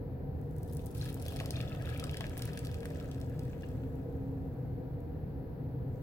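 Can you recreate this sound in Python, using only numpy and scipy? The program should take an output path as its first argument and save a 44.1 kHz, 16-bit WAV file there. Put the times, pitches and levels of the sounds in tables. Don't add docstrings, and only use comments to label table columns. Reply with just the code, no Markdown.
import numpy as np
import sys
import numpy as np
from scipy import signal
from scipy.fft import rfft, irfft
from scipy.io import wavfile
from scipy.ndimage import uniform_filter1d, map_coordinates

SR = 44100
rng = np.random.default_rng(int(sys.argv[2]) if len(sys.argv) > 2 else 0)


def store_pcm(level_fs):
    pcm = np.round(np.clip(level_fs, -1, 1) * 32767).astype(np.int16)
    wavfile.write(sys.argv[1], SR, np.atleast_2d(pcm).T)


N = 265482
HZ = np.fft.rfftfreq(N, 1 / SR)
TIME = np.arange(N) / SR

# f/Hz, relative level/dB
DUCT_EQ = [(12, -27), (35, -8.5), (55, -4), (80, 0), (140, 0.5), (205, -13.5), (290, -9), (355, -16.5),
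           (455, -11.5), (600, -24.5), (800, -25), (1100, -36.5), (1750, -38.5), (3200, -56.5)]
# f/Hz, width/Hz, level/dB
DUCT_TONES = [(78.6, 1.2, -50.5), (123.96, 2.2, -47.5), (153.8, 5.7, -49.5), (194.6, 5.4, -57.5),
              (255.5, 8.8, -56), (270.5, 2.9, -55), (356.3, 2.5, -67), (469.6, 5.2, -58),
              (500.4, 7.6, -58.5), (545, 18, -66.5), (666, 12, -68.5), (721, 13, -69), (767.7, 5.8, -68),
              (944, 2.8, -76), (970, 11, -73.5)]
# t/s, length/s, f/Hz, width/Hz, boost/dB
HUM_SWELLS = [(2.516, 0.44, 466, 12, 6.5), (3.744, 0.71, 267.2, 3.5, 10.5), (3.747, 0.44, 475, 46, 3)]
# f/Hz, relative level/dB
HISS_EQ = [(1000, -10), (2500, -0.5), (3300, -5), (4300, -2), (6000, -14), (9000, -18.5), (10800, -8),
           (12200, 1.5), (13700, -4.5), (16000, 0)]
# f/Hz, coherence/0-1
AIR_COHERENCE = [(30, .99), (80, .99), (150, .98), (300, .88), (600, .6), (1200, .2), (3000, .05),
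                 (12000, .05)]
# f/Hz, left minus right/dB
AIR_PAN = [(60, -4), (130, 1.5), (290, 1.5), (640, 3), (1410, 1), (3100, -1), (6820, -5.5), (15000, 6)]
# f/Hz, left lead/rad
AIR_PHASE = [(30, .4), (80, .3), (150, .1), (300, -.15), (800, -.65), (2000, -1.5)]
# f/Hz, time to fall 60 dB/s
ROOM_DECAY = [(300, 0.98), (1500, 0.3), (5000, 0.36), (15000, 0.2)]
# t/s, level/dB
STREAM_FLOW = [(.35, -32), (.75, -7.5), (.92, -8.5), (1.2, -6.5), (1.65, 2), (2.3, -1), (2.6, -0.5),
               (3.0, -2), (3.3, -7.5), (3.7, -7), (4.0, -14), (4.6, -22)]
# t/s, length/s, pool boost/dB, spray boost/dB
CURD_GUSHES = [(0.942, 0.023, 7, 9.5), (0.999, 0.096, 10.5, 8.5), (1.224, 0.21, 4.5, 4.5),
               (1.528, 0.075, 5.5, 5.5), (1.848, 0.099, 7.5, 9.5), (1.98, 0.053, 3, -2),
               (2.065, 0.088, 0, 3), (2.203, .055, 4, -1), (2.364, 0.18, 3, 6)]
# f/Hz, gain/dB
CRACKLE_EQ = [(2000, 2.5), (3500, -11.5), (5500, -11.5), (7000, -4), (8050, -1), (9300, -21), (11000, -3.5),
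              (16000, -1)]
# f/Hz, gain/dB
CRUMB_EQ = [(800, -32), (1600, -9), (3500, 0), (5400, 3), (8000, 6.5), (11000, -26), (16000, 1)]
# f/Hz, gain/dB
SPRAY_EQ = [(800, -29), (2000, -10.5), (3500, 4), (5200, 1), (6400, -6.5), (8000, -6), (11000, -1),
            (16000, -6)]
# f/Hz, gain/dB
POOL_EQ = [(900, -39.5), (1300, 2), (1800, -1.5), (2700, 2), (3700, -7), (5200, -12), (7000, -20.5)]
# f/Hz, width/Hz, gain/dB
CAVITY_MODES = [(1264, 58, 11), (1710, 130, 6.5), (2630, 320, -9), (3370, 240, 2), (5300, 590, -2)]
# t/s, level/dB, f/Hz, decay/cycles
CURD_PLOPS = [(0.793, -51, 2250, 2.3), (.949, -50, 3000, 3), (.954, -53, 1400, 2.6),
              (1.0136, -33.5, 4100, 8.3), (1.0255, -46, 5160, 9.2), (1.014, -50, 1600, 2.2),
              (1.028, -48, 1680, 3.3), (1.059, -43, 1720, 8.6), (1.085, -51, 1400, 5.4),
              (1.166, -45.5, 660, 4), (1.261, -50, 650, 5.4), (1.283, -36.5, 3320, 12),
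              (1.322, -44, 617, 6.2), (1.353, -45, 676, 7), (1.39, -40, 2560, 6.5), (1.401, -36, 1810, 1.7),
              (1.403, -41, 3100, 3.2), (1.408, -37, 638, 5.2), (1.44, -49, 696, 3.7),
              (1.462, -46, 680, 4.5), (1.506, -37, 3540, 5), (1.539, -40, 2460, 9),
              (1.558, -33.5, 3610, 12), (1.567, -43, 2370, 5.1), (1.571, -45, 650, 5.6),
              (1.601, -39, 603, 9.9), (1.604, -38.5, 2450, 4), (1.677, -40, 3470, 8.7),
              (1.72, -39, 2640, 11), (1.745, -47, 650, 2.9), (1.749, -49, 1450, 5), (1.806, -51, 1670, 16),
              (1.826, -45, 1310, 7.9), (1.873, -43.5, 1300, 4.2), (1.89, -46.5, 3840, 7.1),
              (1.929, -48, 1570, 3.6), (1.939, -44, 2400, 8.6), (1.947, -43, 1720, 5.5),
              (1.962, -39, 2290, 7), (1.996, -38, 2400, 3), (2.026, -39, 1294, 14), (2.04, -53, 4200, 3.5),
              (2.042, -42.5, 703, 6.2), (2.07, -46, 637, 6), (2.072, -46, 2480, 8.7),
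              (2.094, -39.5, 2260, 3.7), (2.131, -40, 3200, 10), (2.143, -37.5, 1690, 4.5),
              (2.1674, -40, 3250, 8.1), (2.171, -40, 1750, 3), (2.2085, -39, 1690, 4.2),
              (2.208, -38, 2160, 3.8), (2.207, -36.5, 650, 6), (2.217, -48, 2100, 3.6),
              (2.240, -41, 600, 8.3), (2.241, -37, 1670, 3.7), (2.256, -46, 1760, 4.6),
              (2.37, -46, 620, 4.5), (2.37, -42.5, 1750, 4.7), (2.398, -44, 1395, 4.5),
              (2.477, -50, 1410, 3), (2.49, -46, 1490, 3.7), (2.5734, -40, 1620, 6),
              (2.574, -48, 2570, 4.4), (2.69, -45, 1560, 4.4), (2.736, -53, 1680, 2.7),
              (2.83, -46, 1660, 5.8), (2.831, -48.5, 625, 3.4), (2.8545, -41, 1520, 3.6),
              (2.902, -39, 604, 9), (2.902, -50.5, 1780, 6.3), (2.956, -48.5, 1650, 4),
              (2.999, -47, 2400, 2.5), (3.012, -46, 1340, 7), (3.044, -50.5, 1540, 3.4),
              (3.114, -47, 3170, 4), (3.18, -59, 1550, 8.3), (3.335, -51, 1680, 7.2), (3.454, -56, 1720, 5),
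              (3.532, -49.5, 1640, 5.4), (3.633, -42.5, 1710, 7.2), (3.633, -50, 2785, 22),
              (3.835, -53.5, 1430, 3.4)]
# t/s, level/dB, body against brightness/dB, time to crest/ms
CURD_SMACKS = [(0.413, -64, -27, .6), (.508, -66, -25, 0.62), (.563, -59, -16, 0.8), (.583, -56, -18, .6),
               (0.6307, -51.5, -15, 0.83), (.676, -60, -19, .6), (.7262, -53, -31, 0.25),
               (.733, -49, -26, 0.57), (0.7487, -52, -22, 0.28), (0.769, -44, -16, 0.32),
               (0.859, -48.5, -27, 0.75), (0.8658, -48, -15, 0.69), (0.912, -55, -19, 0.95),
               (0.9468, -53, -20, 1.3), (0.978, -50, -8, 1.3), (1.0583, -49, -7, 0.89),
               (1.1266, -48.5, -13, 0.83), (1.143, -42, -21, 0.34), (1.197, -51, -1, 0.77),
               (1.2154, -51, -10, 1.1), (1.2226, -44.5, -11, 0.94), (1.2617, -45.5, 5, 1.2),
               (1.2804, -45, -17, 1.5), (1.3237, -50, -15, 0.67), (1.3598, -45.5, -1, 0.87),
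               (1.3669, -45, 2, 0.66), (1.3992, -45.5, 1, 0.98), (1.458, -39, -4, 0.58),
               (1.5064, -34, -4.5, .35), (1.611, -46, 5, 0.84), (1.626, -53, 2, 0.46), (1.695, -54, 0, 0.3),
               (1.748, -52, 1, 0.32), (1.822, -49, 0, 0.42), (1.8901, -50, 2, 0.56),
               (1.9749, -42, -17, 0.14), (1.997, -40.5, -3, 1), (2.0388, -39, 1.5, 0.84),
               (2.0674, -50, 1, 0.42), (2.095, -60, -1, 0.62), (2.1117, -44, -8, 0.53),
               (2.142, -48, 2, 0.72), (2.169, -41.5, 3, 0.91), (2.207, -39.5, 1, 0.3),
               (2.266, -47, 0, 0.47), (2.2952, -46, -8, 0.27), (2.3684, -51, -3, 0.45),
               (2.375, -42, -19, 2.1), (2.393, -43.5, 2, 0.33), (2.4197, -38.5, -1, 1.3),
               (2.4536, -39.5, -14, 0.52), (2.4758, -50, 3, 0.41), (2.488, -53, 3, 0.37),
               (2.5323, -47.5, 1, 0.31), (2.5727, -44, 1, 1.44), (2.59, -42.5, -6, 0.68),
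               (2.6484, -45, 6, 0.5), (2.652, -48, 0, 0.4), (2.6574, -47, -5, 0.67),
               (2.6687, -44.5, 7, 0.55), (2.714, -49, 0, 0.38), (2.7424, -46.5, 2, 0.56),
               (2.8047, -51, -2, 0.46), (2.831, -54, -5, 0.43), (2.8557, -42.5, -9, .35),
               (2.9036, -51, -11, 0.38), (2.9567, -59.5, 3, 2), (3, -56, 3, .4), (3.043, -57, -16, 0.4),
               (3.113, -55, -12, 0.75), (3.145, -53, 5, .4), (3.201, -54, -8, .4), (3.2132, -48, -1.5, 0.4),
               (3.2965, -56, -18, 0.35), (3.392, -49, -4, 0.91), (3.4335, -58, -6, 0.68),
               (3.451, -59, -4, .4), (3.621, -57.5, 0, 0.72), (3.688, -56, -10, 0.39),
               (3.705, -64, 3, 0.39), (3.955, -62, -31, 0.35), (5.003, -65, -26, 0.84)]

COVERED_S = 1.44


def gain_of(db):
    return 10 ** (np.asarray(db) / 20)


def unit_rms(x):
    return x / np.sqrt(np.mean(x ** 2) + 1e-20)


def curve_at(points, hz):
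    f, value = np.transpose(points)
    return np.interp(np.log(hz + 1), np.log(f + 1), value)


def eq(x, points):
    size = x.shape[-1]
    return irfft(rfft(x) * gain_of(curve_at(points, np.fft.rfftfreq(size, 1 / SR))), size)


def whitened(puff):
    spectrum = rfft(puff)
    power = uniform_filter1d(abs(spectrum) ** 2, size=len(puff) // 40)
    return irfft(spectrum / np.sqrt(power + 1e-12), len(puff)) * np.linalg.norm(puff)


def add(mix, s, sound):
    part = mix[:, round(s * SR):][:, :sound.shape[1]]
    part += sound[:, :part.shape[1]]


def panned(sound, left_db, lag_ms=.16, scatter_ms=.075):
    lag = max(lag_ms + scatter_ms * rng.standard_normal(), 0) * SR / 1000
    late = map_coordinates(sound, [np.arange(len(sound)) - lag], order=3)
    return np.array([sound * gain_of(left_db / 2), late * gain_of(-left_db / 2)])


def surge(start, length, rise, fall):
    return np.clip(np.minimum((TIME - start) / rise, 1 - (TIME - start - length) / fall), 0, 1)


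def flow_db():
    return np.interp(TIME, *np.transpose(STREAM_FLOW), left=-200)


def gush_db(column):
    return sum(row[column] * surge(row[0], row[1], rise=.009, fall=.05) for row in CURD_GUSHES)


def burst(ms, size=1024):
    age = np.maximum(np.arange(size) - 32, 0) / SR / (ms / 1000)
    return age * np.exp(1 - age) * rng.choice([-1., 1.], size)


def squelch(hz, ms):
    band = [(hz * .55, -20), (hz * .9, -2), (hz * 1.3, -2), (hz * 2, -13), (hz * 4, -32)]
    puff = eq(whitened(burst(ms, size=3072)), band)
    return puff / np.sqrt(uniform_filter1d(puff ** 2, size=88).max())


def bubble(hz, cycles, rise, size=3072):
    turns = np.arange(size) / SR * hz
    age = turns / cycles
    glide = 1 + rise * np.minimum(age, 10) / 2
    return (1 - np.exp(-turns ** 2)) * np.exp(-age) * np.sin(2 * np.pi * turns * glide)


def shower(grains, per_s, spread_db, left_db):
    out = np.zeros((2, N))
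    count = max(int(per_s * N / SR / len(grains)), 1)
    for grain in grains:
        when, strength = np.random.default_rng(rng.integers(2 ** 31)).random((count, 2)).T
        gains = gain_of(spread_db * np.minimum(-np.log(1 - strength), np.pi))
        train = np.bincount((when * N).astype(int), gains, N)
        out += signal.oaconvolve(train[None], panned(unit_rms(grain), left_db), axes=1)[:, :N]
    return out


def ventilation(rush_db=-40.5, hiss_db=-71):
    power = gain_of(curve_at(DUCT_EQ, HZ)) ** 2 / (1 + (HZ / 3500) ** 8)
    power *= gain_of(rush_db) ** 2 / power.sum()
    for hz, width, db in DUCT_TONES:
        peak = 1 / (1 + ((HZ - hz) / width) ** 2) ** 2
        power += gain_of(db) ** 2 * peak / peak.sum()
    hiss = gain_of(curve_at(HISS_EQ, HZ)) ** 2
    power += gain_of(hiss_db) ** 2 * hiss / hiss.sum()
    left, diffuse = np.exp(2j * np.pi * rng.random((2, len(HZ))))
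    coherence = curve_at(AIR_COHERENCE, HZ)
    pair = np.array([left, coherence * left + np.sqrt(1 - coherence ** 2) * diffuse])
    pair *= gain_of(np.outer([1, -1], curve_at(AIR_PAN, HZ)) / 2)
    pair *= np.exp(1j * np.outer([1, -1], curve_at(AIR_PHASE, HZ)) / 2)
    return irfft(pair * np.sqrt(power / 2) * N, N)


def hum_swells(bed):
    out = bed.copy()
    for start, length, hz, width, db in HUM_SWELLS:
        band = irfft(rfft(bed) * np.exp(-((HZ - hz) / width) ** 2), N)
        out += band * (gain_of(db * surge(start, length, rise=.11, fall=.11)) - 1)
    return out


def froth_and_rustle(froth_db=-68, follows=.46, fade_db_per_s=19, rustle_s=5.83, rustle_db=-70.5):
    grains = [burst(ms) for ms in np.geomspace(.3, 1.5, 12)]
    crackle = shower(grains, per_s=900, spread_db=4, left_db=2)
    drained_s = np.maximum(TIME - STREAM_FLOW[-1][0], 0)
    froth = gain_of(froth_db + follows * flow_db() - fade_db_per_s * drained_s)
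    rustle = gain_of(rustle_db) * np.clip((TIME - rustle_s) / .18, 0, 1)
    return (froth + rustle) * unit_rms(eq(crackle, CRACKLE_EQ))


def crumbs(level_db=-68, follows=.91, runoff_s=2.1, fade_s=.32, early_db=-5, empty_s=3.95):
    grains = [burst(ms) for ms in np.geomspace(.25, .7, 12)]
    ticks = shower(grains, per_s=110, spread_db=2.8, left_db=2)
    whey = np.clip(1 - (TIME - runoff_s) / fade_s, 0, 1)
    remaining = np.clip((empty_s - TIME) / fade_s, 0, 1)
    level = remaining * gain_of(level_db + follows * flow_db() + early_db * whey)
    return level * unit_rms(eq(ticks, CRUMB_EQ))


def spray(level_db=-70.5, follows=.96, bare_db=13, first_curd_s=.99, whey_body_db=-5):
    grains = [burst(ms) for ms in np.geomspace(.15, .9, 24)]
    drops = unit_rms(eq(shower(grains, per_s=600, spread_db=4.4, left_db=3), SPRAY_EQ))
    body = eq(drops, [(5500, 0), (7500, -30)])
    drops += body * (gain_of(whey_body_db) - 1) * (TIME < first_curd_s)
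    bare = (1 - np.tanh((TIME - COVERED_S) / .14)) / 2
    return gain_of(level_db + follows * flow_db() + gush_db(column=3) + bare_db * bare) * drops


def gurgle(level_db=-57, follows=.45, from_s=1.1, hz=674, sink_hz_per_s=56, shallow_s=1.38):
    grains = [bubble(hz * step, cycles=4.5, rise=.015) for step in np.geomspace(.8, 1.12, 12)]
    churn = eq(shower(grains, per_s=170, spread_db=2, left_db=1), [(800, 0), (1050, -16)])
    age = np.maximum(TIME - from_s, 0)
    slowed = np.cumsum(1 - sink_hz_per_s * age / hz)
    sinking = np.array([np.interp(slowed, np.arange(N), side) for side in churn])
    forming = np.exp(-((TIME - shallow_s) / .1) ** 2)
    level = np.minimum(age / .1, 1) * gain_of(level_db + follows * flow_db() + 5 * forming)
    return level * unit_rms(sinking)


def cavity(splashes, slosh_depth=.03, slosh_per_s=14):
    out = splashes.copy()
    knots = np.arange(0, N / SR + 1, 1 / slosh_per_s)
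    for hz, width, db in CAVITY_MODES:
        slosh = np.interp(TIME, knots, rng.standard_normal(len(knots)))
        carrier = np.exp(2j * np.pi * np.cumsum(hz * (1 + slosh_depth * slosh)) / SR)
        pole = np.exp(-np.pi * width / SR)
        ring = carrier * signal.lfilter([1 - pole], [1, -pole], splashes / carrier)
        out += gain_of(db) * 2 * ring.real
    return out


def pool(level_db=-61.5, from_s=.63, filling_s=.57, ring_s=.0012, young_db=2, darken_db_per_s=1.5):
    pitches = np.geomspace(1200, 5800, 30) * rng.uniform(.867, 1, 30)
    grains = [bubble(hz, cycles=hz * ring_s, rise=.007) for hz in pitches]
    grains += [squelch(hz, ms=.8) for hz in pitches]
    churn = shower(grains, per_s=1400, spread_db=4.6, left_db=3.5)
    churn = unit_rms(cavity(eq(churn, POOL_EQ)))
    clear_pops = [bubble(hz, cycles=8, rise=.02) for hz in np.geomspace(1350, 3900, 24)]
    churn += .22 * unit_rms(shower(clear_pops, per_s=45, spread_db=2.5, left_db=2))
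    treble = eq(churn, [(1900, -30), (2400, 0)])
    treble_db = young_db - darken_db_per_s * np.clip(TIME - COVERED_S, 0, 2)
    churn += treble * (gain_of(treble_db) - 1)
    filled = np.clip((TIME - from_s) / filling_s, 0, 1)
    return filled * gain_of(level_db + flow_db() + gush_db(column=2)) * churn


def plops(level_db=-1.8, knock_db=-5, closing_db=-15):
    out = np.zeros((2, N))
    for s, db, hz, cycles in CURD_PLOPS:
        squelch_db = -6 - 4 * max(cycles - 4, 0)
        plop = bubble(hz, cycles, rise=.006) + gain_of(squelch_db) * squelch(hz, ms=.6)
        plop += gain_of(knock_db) * (cycles < 7) * squelch(hz * 1.3, ms=.2)
        add(out, s, gain_of(db + level_db) * panned(plop, left_db=3.5, lag_ms=.125, scatter_ms=.015))
        closing = panned(squelch(hz * 1.15, ms=2), left_db=3)
        add(out, s + .0047, gain_of(db + level_db + closing_db) * closing)
    return out


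def smacks(level_db=3, droplet_db=-16, snap_db=14):
    out = np.zeros((2, N))
    for s, db, body_db, ms in CURD_SMACKS:
        heavy_db = np.clip(body_db + 4, -20, 4)
        left_db = .5 + 8.5 * np.exp(-(s / 1.33) ** 2)
        tone = [(900, -31 + heavy_db), (1600, -7 + heavy_db), (3500, heavy_db),
                (5400, .5 + heavy_db / 2), (6800, -6.5), (8500, .5),
                (11000, -3 - heavy_db / 5), (16000, -7 - heavy_db / 2)]
        for wait_s, hit_db in [(0, 0), (rng.uniform(.0015, .003), droplet_db)]:
            puff = burst(ms)
            puff[np.argmax(abs(puff))] *= 1 + gain_of(snap_db)
            hit = panned(eq(whitened(puff), tone), left_db, lag_ms=.15, scatter_ms=.035)
            add(out, s + wait_s, gain_of(db + level_db + hit_db) * hit)
    return out


def room(pour, early_db=-11, tail_db=-10):
    size = SR // 2
    age = np.arange(size) / SR
    taps = rng.standard_normal((2, size)) * (rng.random((2, size)) < .1)
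    early = taps * np.exp(-age / .003) * (age > .0005)
    early /= np.linalg.norm(early, axis=1)[:, None]
    hz, t, bands = signal.stft(taps[::-1] * (age > .008), SR, nperseg=256)
    decay = gain_of(-60 * t / curve_at(ROOM_DECAY, hz)[:, None])
    tail = signal.istft(bands * decay, SR, nperseg=256)[1][:, :size]
    response = gain_of(early_db) * early + gain_of(tail_db) * tail / np.linalg.norm(tail[0])
    return pour + signal.fftconvolve(pour, response, axes=1)[:, :N]


def scene():
    pour = spray() + crumbs() + froth_and_rustle() + pool() + gurgle() + smacks() + plops()
    return room(pour) + hum_swells(ventilation())


def record(dry):
    lowpass = signal.firwin(511, 16050, window=("kaiser", 9), fs=SR)
    return signal.oaconvolve(dry, lowpass[None], "same")


dry = scene()
out = record(dry)
store_pcm(out)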